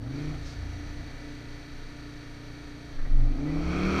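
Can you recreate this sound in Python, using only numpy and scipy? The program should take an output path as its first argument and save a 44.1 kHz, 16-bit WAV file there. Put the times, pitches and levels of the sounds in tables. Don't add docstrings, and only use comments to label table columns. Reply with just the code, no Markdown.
import sys
import numpy as np
from scipy import signal
from scipy.fft import rfft, irfft
from scipy.io import wavfile

SR = 44100
rng = np.random.default_rng(int(sys.argv[2]) if len(sys.argv) > 2 else 0)


def dump(signal):
    limited = np.clip(np.atleast_2d(signal).T, -1, 1)
    pcm = np.round(limited * 32767).astype(np.int16)
    wavfile.write(sys.argv[1], SR, pcm)


N = 176400
FIRINGS_PER_TURN = 5


def exhaust(speed, turns, load):
    # time in seconds, level in dB.
    firing_level = [(0, -34), (.1, -33.5), (.15, -38), (.3, -32), (.4, -41), (.58, -54), (1.2, -50.5),
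                    (2.9, -51), (3.06, -43), (3.2, -28.5), (3.28, -32), (3.36, -42), (3.5, -31),
                    (3.75, -32), (3.88, -23), (4, -27)]
    # multiple of crank speed, dB at idle, half and full load.
    orders = [(2, -46, -40, -30), (3, -53, -41, -43), (4, -43.5, -44, -36), (6, -58, -52, -42),
              (7, -66, -54, -37), (8, -57, -56, -42), (9, -62, -43, -31), (10, -55.7, -45, -39.5),
              (11, -59.5, -47.5, -47), (12, -62, -47.5, -48.5), (13, -66, -53, -51), (14, -61.5, -61, -52),
              (15, -68, -53, -51), (16, -70, -64, -60), (18, -66, -63, -55), (20, -68, -66, -58)]
    # frequency in Hz, gain in dB.
    pipe = [(50, -5.5), (75, .5), (98, -14), (120, -1.5), (160, -2), (205, -5), (240, -2.5), (265, 6.5),
            (292, 9.5), (320, 2.5), (350, -2.5), (380, -2.5), (415, 1.5), (455, 8), (500, -.5), (600, 2),
            (800, 6)]
    pipe_hz, pipe_db = np.transpose(pipe)
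    # multiple of crank speed, dB at idle, dB at full load.
    half_orders = [(order, -66 - .9 * order, -50 - .9 * order) for order in np.arange(1.5, 15)]
    sound = from_db(in_time(firing_level)) * tone(FIRINGS_PER_TURN * turns, waver_db=1.5)
    for order, *levels in orders + half_orders:
        drive_db = np.interp(load, np.linspace(0, 1, len(levels)), levels)
        resonance_db = np.interp(np.log(order * speed), np.log(pipe_hz), pipe_db)
        sound += from_db(drive_db + resonance_db) * tone(order * turns)
    return sound


def roar(turns, rasp_depth=.26):
    # frequency in Hz, relative level in dB.
    spectrum = [(450, -9), (600, -16), (700, -6), (850, -11), (1100, -4), (1270, 3.5), (1450, -2.5),
                (1700, -12.5), (2020, -10.5), (2280, 1), (2550, -6), (2930, -22), (3200, -9.5), (3600, -22),
                (4000, -20), (4400, -14), (4950, -27), (5600, -18), (7000, -34), (10000, -44), (15000, -56)]
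    # time in seconds, level in dB.
    level = [(0, -65), (.22, -50.5), (.45, -58.5), (2.9, -60.5), (3.25, -57), (3.45, -51.5), (3.6, -48),
             (3.73, -40.5), (3.87, -36.5), (4, -33)]
    rasp = 1 + rasp_depth * np.cos(2 * np.pi * FIRINGS_PER_TURN * turns)
    rattle = crank_ticks(turns, jitter_s=.00012, spread=.77)
    return from_db(in_time(level)) * coloured(rasp * rattle, spectrum)


def body_rumble():
    # frequency in Hz, relative level in dB.
    spectrum = [(10, -13.5), (22, 2.5), (40, -22), (75, -13.5), (100, -28), (135, -18), (200, -29),
                (250, -23), (285, -16), (315, -25), (360, -32), (520, -29), (700, -29), (950, -38)]
    # time in seconds, level in dB.
    level = [(0, -40.5), (.35, -37.5), (.5, -44), (1.05, -40.5), (1.3, -44.5), (2.0, -46.5), (2.85, -44.5),
             (3.1, -41.5), (3.5, -32), (3.7, -30), (4, -32.5)]
    return from_db(in_time(level)) * noise(spectrum)


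def boom(turns):
    # time in seconds, level in dB.
    level = [(0, -72), (.3, -48), (.42, -41), (.52, -46), (.6, -36.5), (.9, -37.5), (1.05, -45),
             (1.25, -85), (4, -67)]
    # frequency in Hz, relative level in dB.
    spectrum = [(35, -2), (55, -14), (90, -9.5), (125, -16.5), (250, -23)]
    hum = tone(2 * turns) + tone(3 * turns)
    return from_db(in_time(level)) * rms_one(hum + from_db(-6) * noise(spectrum))


def clutch_judder():
    # time of the peak in seconds, width in seconds, frequency in Hz, peak level in dB.
    shudders = [(3.025, 0.038, 17, -20.5), (3.149, 0.039, 22.9, -9.5), (3.24, 0.073, 26.1, -16)]
    return sum(from_db(db) * swell(at_s, width_s) * np.cos(2 * np.pi * hz * (seconds() - at_s))
               for at_s, width_s, hz, db in shudders)


def throttle_puff():
    # frequency in Hz, relative level in dB.
    puff_spectrum = [(2000, -12), (4000, 6), (6000, 4), (8000, -10), (11000, -23), (15000, -27)]
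    # frequency in Hz, relative level in dB.
    hiss_spectrum = [(5300, -20), (5750, 0), (6200, -3), (6600, -23)]
    puff = from_db(-53) * swell(at_s=.488, width_s=.043) * noise(puff_spectrum)
    hiss = from_db(-64) * swell(at_s=.82, width_s=.12) * noise(hiss_spectrum)
    return puff + hiss


def drivetrain_knocks():
    # time of the knock's peak in seconds, level in dB.
    hits = [(2.995, -49), (3.062, -48)]
    # frequency in Hz, relative level in dB.
    spectrum = [(350, 12), (700, 11), (1000, -1), (1500, 11), (2100, 8), (2800, -12), (5000, -17)]
    return sum(from_db(db) * swell(at_s, width_s=.011) for at_s, db in hits) * noise(spectrum)


def squeak():
    # frequency in Hz, relative level in dB.
    spectrum = [(1880, -36), (1985, 20), (2090, -16)]
    return from_db(-52) * swell(at_s=3.495, width_s=.03) * noise(spectrum)


def valve_clatter(turns):
    # frequency in Hz, relative level in dB.
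    spectrum = [(560, 1), (700, -2.5), (830, -5), (1050, -3), (1300, 1.5), (1950, 5), (2400, -5.5),
                (2950, -5), (3250, -4), (3600, -6), (3850, -0.5), (4100, -2.5), (4550, 2), (5000, -11.5),
                (5900, -4.5), (6400, -10.5), (7000, -17.5), (8500, -18.5), (10000, -25), (15000, -30)]
    # time in seconds, level in dB.
    level = [(0, -56), (.2, -50), (.5, -51.5), (1.2, -52), (2.9, -53.5), (3.15, -55.5), (3.45, -53),
             (4, -46)]
    ticking = crank_ticks(turns, jitter_s=.000018, spread=.62)
    return from_db(in_time(level)) * coloured(ticking, spectrum)


def drive_whine(turns, load, idle_turns_per_s=29.2):
    # frequency at idle in Hz, rms level in dB ahead of the load fader.
    partials = [(699.8, -67), (936.7, -69), (1168, -73), (1287, -69), (1400, -73), (1518, -68), (1637, -72),
                (1755, -72), (1868, -74), (1895, -71), (1986, -69), (2245, -69), (2336, -66), (2523, -73),
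                (2568, -75), (2803, -77), (3219, -72), (3278, -77), (3499, -76), (3849, -71), (3950, -76),
                (4549, -74)]
    whine = sum(from_db(db) * np.sqrt(2) * tone(hz / idle_turns_per_s * turns, waver_db=1.5)
                for hz, db in partials)
    return from_db(-.5 - 14 * load) * whine


def crank_ticks(turns, jitter_s, spread, per_turn=200, bay_ring_s=.012):
    angles = rng.random(per_turn)
    signs = rng.choice([-1, 1], per_turn)
    bay = rfft(rng.standard_normal(N) * np.exp(-seconds() / bay_ring_s), 2 * N)
    at_turn = np.arange(int(turns[-1]) + 1)[:, None] + angles
    at_s = np.interp(at_turn, turns, seconds(), right=-1) + jitter_s * rng.standard_normal(at_turn.shape)
    sizes = signs + spread * rng.standard_normal(at_turn.shape)
    heard = (at_s > 0) & (at_s < N / SR)
    train = np.bincount((at_s[heard] * SR).astype(int), sizes[heard], N)
    return irfft(rfft(train, 2 * N) * bay / np.abs(bay))[:N]


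def from_db(db):
    return 10 ** (np.asarray(db) / 20)


def rms_one(x):
    return x / np.sqrt(np.mean(x ** 2) + 1e-20)


def seconds():
    return np.arange(N) / SR


def in_time(rows):
    return np.interp(seconds(), *np.transpose(rows))


def swell(at_s, width_s):
    return np.exp(-.5 * ((seconds() - at_s) / width_s) ** 2)


def drift(rate_hz):
    hop, run_in = 40, 2000
    pole = np.exp(-2 * np.pi * rate_hz * hop / SR)
    white = rng.standard_normal(N // hop + run_in + 2)
    slow = signal.lfilter([1], [1, -2 * pole, pole * pole], white)[run_in:]
    return np.interp(np.arange(N) / hop, np.arange(len(slow)), rms_one(slow))


def coloured(x, spectrum):
    hz, db = np.transpose(spectrum)
    bin_hz = np.maximum(np.arange(N + 1) * SR / (2 * N), 1)
    gain = from_db(np.interp(np.log(bin_hz), np.log(hz), db))
    skirts = np.minimum(1, np.minimum(bin_hz / hz[0], hz[-1] / bin_hz)) ** 4
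    return rms_one(irfft(rfft(x, 2 * N) * gain * skirts)[:N])


def noise(spectrum):
    return coloured(rng.standard_normal(N), spectrum)


def tone(cycles, waver_db=2.4):
    return np.sin(2 * np.pi * (cycles + rng.random())) * from_db(waver_db * drift(rate_hz=4))


def scene():
    # time in seconds, crank turns per second.
    revs = [(0, 21), (.08, 24.2), (.16, 28.6), (.25, 30.2), (.33, 30), (.48, 28.2), (.58, 29.3),
            (1.0, 29.2), (2.88, 29.2), (2.98, 26.5), (3.06, 24.9), (3.22, 24.1), (3.3, 24.7), (3.38, 27.2),
            (3.46, 29.9), (3.54, 31.6), (3.7, 34.7), (3.86, 37.4), (4, 39.6)]
    # time in seconds, load from 0 (idle) to 1 (full).
    effort = [(0, .35), (.28, .38), (.45, .05), (.6, 0), (2.95, 0), (3.15, .3), (3.35, .45), (3.5, .6),
              (3.62, .7), (3.78, .93), (3.87, 1), (4, .97)]
    speed = in_time(revs) * (1 + .0008 * drift(rate_hz=4))
    turns = np.cumsum(speed) / SR
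    load = in_time(effort)
    mix = exhaust(speed, turns, load) + roar(turns)
    mix += body_rumble() + boom(turns) + clutch_judder()
    mix += throttle_puff() + drivetrain_knocks() + squeak()
    mix += drive_whine(turns, load) + valve_clatter(turns)
    return mix[None]


def record(dry, cutoff_hz=15200):
    # frequency in Hz, rms level in dB.
    partials = [(8780, -79.5), (11719, -83), (14626, -90)]
    whistle = sum(from_db(db) * np.sqrt(2) * np.sin(2 * np.pi * hz * seconds()) for hz, db in partials)
    low_pass = signal.ellip(10, .1, 80, cutoff_hz, fs=SR, output="sos")
    return signal.sosfilt(low_pass, dry + whistle)


dry = scene()
out = record(dry)
dump(out)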